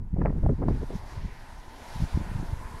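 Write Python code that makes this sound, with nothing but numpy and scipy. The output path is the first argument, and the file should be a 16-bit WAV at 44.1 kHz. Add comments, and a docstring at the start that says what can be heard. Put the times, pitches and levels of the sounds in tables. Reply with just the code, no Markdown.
"""Wind in a quiet autumn park

Two gusts buffet the microphone: a low rumble broken by single eddies, the hardest of which
splutter up into the midrange. Further off, dry leaves hiss in the trees and distant traffic
hums; this background swells in over the first second. The recorder's noise suppression,
drawn as a set curve, dulls the leaves' treble at first and then slowly opens it."""
import sys
import numpy as np
from scipy import signal
from scipy.fft import rfft, irfft, next_fast_len
from scipy.io import wavfile
from scipy.ndimage import uniform_filter1d

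SR = 44100
rng = np.random.default_rng(int(sys.argv[2]) if len(sys.argv) > 2 else 0)


def store_wav(level_fs):
    """Save 16-bit WAV to argv[1]."""
    pcm = np.round(np.clip(np.atleast_2d(level_fs), -1, 1) * 32767)
    wavfile.write(sys.argv[1], SR, pcm.T.astype(np.int16))


N = 123479
TIME = np.arange(N) / SR


def from_db(db):
    """Decibels to gain."""
    return 10 ** (np.asarray(db) / 20)


def unit_rms(x):
    """Scale to an rms of 1."""
    return x / np.sqrt(np.mean(x ** 2) + 1e-20)


def in_time(rows):
    """Read a (time_s, value) curve at every sample."""
    return np.interp(TIME, *np.transpose(rows))


def at_hz(spectrum, hz):
    """Read a (frequency_hz, level_db) spectrum on a log-frequency axis."""
    freqs, levels = np.transpose(spectrum)
    return np.interp(np.log(hz), np.log(freqs), levels)


def drift(rate_hz):
    """Smooth random wander with a spread of 1."""
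    hop, run_in = 40, 2000
    pole = np.exp(-2 * np.pi * rate_hz * hop / SR)
    noise = rng.standard_normal(N // hop + run_in + 2)
    slow = signal.lfilter([1], [1, -2 * pole, pole * pole], noise)[run_in:]
    return np.interp(np.arange(N) / hop, np.arange(len(slow)), unit_rms(slow))


def noise_bands(spectrum, count):
    """Coloured noise split into overlapping bands: a list of (centre_hz, signal)."""
    size = next_fast_len(N)
    hz = np.maximum(np.fft.rfftfreq(size, 1 / SR), 1)
    centres = np.geomspace(16, 16000, count)
    noise = rfft(rng.standard_normal(size)) * from_db(at_hz(spectrum, hz))
    band_position = np.log(hz / centres[0]) / np.log(centres[1] / centres[0])
    return [(centre, irfft(noise * np.maximum(1 - abs(band_position - k), 0), size)[:N])
            for k, centre in enumerate(centres)]


def wavering_noise(spectrum, waver_db, rate_hz):
    """Noise whose bands each waver on their own; rms 1."""
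    bands = noise_bands(spectrum, count=24)
    return unit_rms(sum(band * from_db(waver_db * drift(rate_hz)) for _, band in bands))


def highpass(x, hz):
    """Gentle first-order low cut."""
    return signal.sosfilt(signal.butter(1, hz, "high", fs=SR, output="sos"), x)


def wind_rumble(reference_db=-29, octaves_per_db=0.0806):
    """Turbulence right on the microphone: a stronger flow is louder and shifts the spectrum upward."""
    # rumble of the passing gusts: time_s, level_db
    flow = [(0, -31), (.11, -38), (.19, -24.5), (.38, -27), (.47, -24.5), (.57, -31.5), (.66, -29.5),
            (.73, -27), (.87, -33.5), (1.1, -41.5), (1.22, -34.5), (1.38, -43.5), (1.55, -41.5),
            (1.85, -49), (2.0, -33), (2.1, -39.5), (2.2, -36.5), (2.4, -31.5), (2.5, -33.5), (2.8, -40.5)]
    # its spectrum at the reference level: frequency_hz, density_db
    colour = [(15, -3), (30, 6.5), (60, -4.5), (110, -6.5), (170, -12), (240, -17.5), (350, -27),
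              (700, -45), (1500, -53), (3000, -108)]
    flow_db = in_time(flow)
    flutter_db = 2.5 * drift(rate_hz=20.5)
    shift = 2 ** (octaves_per_db * (flow_db + flutter_db - reference_db))
    air = sum(band * from_db(flutter_db + at_hz(colour, hz / shift) - at_hz(colour, hz))
              for hz, band in noise_bands(colour, count=16))
    running_power = uniform_filter1d(uniform_filter1d(air ** 2, size=2600), size=1800)
    return from_db(flow_db) * air / np.sqrt(running_power + 1e-20)


def eddies(size=8192):
    """Each eddy is a short, spluttering swell of pressure; the microphone's port dulls them all."""
    # eddies that hit the microphone: centre_s, level_db, length_s, upper_edge_hz
    hits = [(.137, -20.5, 0.011, 159), (0.168, -33.5, 0.01, 600), (0.189, -23, 0.0083, 390),
            (.219, -28, 0.0056, 1590), (0.229, -30.5, 0.011, 432), (0.255, -23, 0.0074, 1010),
            (.259, -19, 0.0011, 2360), (.268, -28, 0.0056, 1540), (.283, -28, .006, 810),
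            (.294, -21, 0.005, 200), (.305, -29, 0.0031, 750), (0.329, -36.5, 0.0028, 1090),
            (.364, -36, 0.011, 637), (0.438, -30, 0.0047, 500), (0.459, -19, 0.032, 53.3),
            (.463, -22.5, 0.0043, 596), (0.494, -18.5, 0.0048, 920), (0.504, -20.5, 0.01, 383),
            (0.527, -25, 0.02, 242), (.6, -28.5, 0.022, 265), (0.632, -27.5, 0.013, 950),
            (0.659, -25.5, 0.023, 293), (0.686, -15.5, 0.0031, 850), (0.701, -25.5, 0.014, 530),
            (0.717, -23.5, 0.016, 88), (0.759, -33, 0.02, 326), (0.832, -31.5, 0.018, 487),
            (0.911, -36.5, 0.021, 556), (0.937, -38.5, 0.015, 577), (0.958, -30, 0.014, 164),
            (1.178, -30.5, 0.018, 104), (1.25, -24, 0.015, 125), (1.96, -30.5, 0.0085, 169),
            (2.025, -22, 0.031, 173), (2.155, -18.5, .014, 136), (2.177, -20, 0.0061, 320),
            (2.21, -29, 0.019, 230), (2.275, -38, 0.022, 332), (2.316, -31.5, 0.0058, 237),
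            (2.355, -26, 0.026, 124), (2.401, -31, 0.02, 207), (2.432, -33.5, 0.014, 330),
            (2.528, -23, .01, 88)]
    low_hz, knee_hz, port_hz = 25.3, 333, 2290
    hz = np.fft.rfftfreq(size, 1 / SR)
    port = hz / np.hypot(hz, low_hz) / np.hypot(1, hz / knee_hz) / np.hypot(1, (hz / port_hz) ** 6)
    t = (np.arange(size) - size / 2) / SR
    out = np.zeros(N + 2 * size)
    noise = rng.standard_normal(len(out))
    splutter_db = 3.5 * drift(rate_hz=80)
    pressure = noise * np.pad(from_db(splutter_db), size)
    for centre_s, level_db, length_s, edge_hz in hits:
        start = int(centre_s * SR) + size // 2
        swell = pressure[start:start + size] * np.exp(-2 * (t / length_s) ** 2)
        puff = irfft(rfft(swell) * port / np.hypot(1, (hz / edge_hz) ** 3.2))
        # the level holds over the eddy's own length
        out[start:start + size] += from_db(level_db) * unit_rms(puff) * np.sqrt(length_s * SR / size)
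    return out[size:size + N]


def buffet_ticks(decay_s=0.0002):
    """Tiny bright cracks at the microphone on top of the hardest buffets."""
    # bursts of noise, ahead of the low cut: start_s, peak_db
    ticks = [(.2535, -52), (.435, -55), (.467, -43)]
    envelope = sum(from_db(peak_db) * (TIME >= start_s) * np.exp(-abs(TIME - start_s) / decay_s)
                   for start_s, peak_db in ticks)
    return highpass(envelope * rng.standard_normal(N) + 1e-18, hz=2500)


def leaves():
    """Far leaves hiss with the breeze; the recorder's noise suppression dulls, then opens the treble."""
    # spectrum of dry leaves: frequency_hz, density_db
    colour = [(700, -9.5), (1500, 6), (2200, 3), (3000, 2), (4200, 1.5), (5500, 0), (6800, -3.5),
              (7900, -9.5), (9500, -8.5), (11400, -7.5)]
    # hiss of the breeze in the trees: time_s, level_db
    breeze = [(0, -91), (.2, -72.5), (.4, -70), (.67, -67), (.69, -56.5), (.85, -61.5), (.96, -52),
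              (1.02, -61), (1.12, -55), (1.24, -60), (1.5, -58), (1.68, -59.5), (1.82, -54), (2.0, -51),
              (2.27, -58.5), (2.55, -60), (2.8, -62)]
    # set curve of the noise suppression on the treble: time_s, gain_db
    recorder_treble_opening = [(0, -8), (.7, -12), (.9, -1), (1.5, -3.5), (1.9, 2.5), (2.8, 4)]
    hiss = wavering_noise(colour, waver_db=1.77, rate_hz=9.4)
    treble_change = highpass(hiss, hz=7000) * (from_db(in_time(recorder_treble_opening)) - 1)
    return from_db(in_time(breeze)) * (hiss + treble_change)


def traffic():
    """Far roads merge into a wash with a crest of tyre noise near 950 Hz and a few faint hums."""
    # spectrum of distant tyres and engines: frequency_hz, density_db
    colour = [(60, 2), (150, -5.5), (300, -3.5), (500, -6), (700, -3.5), (820, -1.5), (950, 2),
              (1040, -1.5), (1150, -10), (1400, -10), (1800, -8.5), (2300, -14), (3000, -22.5), (6000, -28)]
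    # the wash as it reaches the park: time_s, level_db
    swell = [(0, -65.5), (.4, -58), (.8, -52), (1.1, -49.5), (1.6, -51), (2.0, -45.5), (2.4, -46.5),
             (2.8, -46.5)]
    # narrow hums in the traffic: pitch_hz, level_against_wash_db
    hum_bands = [(232, -14), (420, -22.5), (890, -10.5), (1020, -14.5), (1238, -23.5), (1482, -21.5),
                 (1935, -31.5), (2088, -23.5)]
    wash = wavering_noise(colour, waver_db=2.42, rate_hz=2.9)
    hums = sum(from_db(level_db) * hum(pitch_hz) for pitch_hz, level_db in hum_bands)
    return from_db(in_time(swell)) * (wash + hums)


def hum(pitch_hz, width_hz=20):
    """One hum of the far traffic: a narrow band of noise; rms 1."""
    radius = np.exp(-np.pi * width_hz / SR)
    resonance = [1, -2 * radius * np.cos(2 * np.pi * pitch_hz / SR), radius * radius]
    return unit_rms(signal.lfilter([1, 0, -1], resonance, rng.standard_normal(N)))


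def scene():
    """One microphone in the park: wind right on it, trees and roads in the distance."""
    background = traffic() + leaves()
    return (background + wind_rumble() + eddies() + buffet_ticks())[None]


def record(dry, cutoff_hz=15700):
    """The microphone rolls off the treble and the recorder cuts the top."""
    # treble response of the microphone: frequency_hz, gain_db
    roll_off = [(11400, 0), (12600, -7.5), (14000, -13.5), (15600, -17)]
    size = next_fast_len(N + SR)
    response = from_db(at_hz(roll_off, np.fft.rfftfreq(size, 1 / SR) + 1))
    dulled = irfft(rfft(dry, size) * response, size)[:, :N]
    return signal.sosfilt(signal.ellip(12, .1, 90, cutoff_hz, fs=SR, output="sos"), dulled)


dry = scene()
out = record(dry)
store_wav(out)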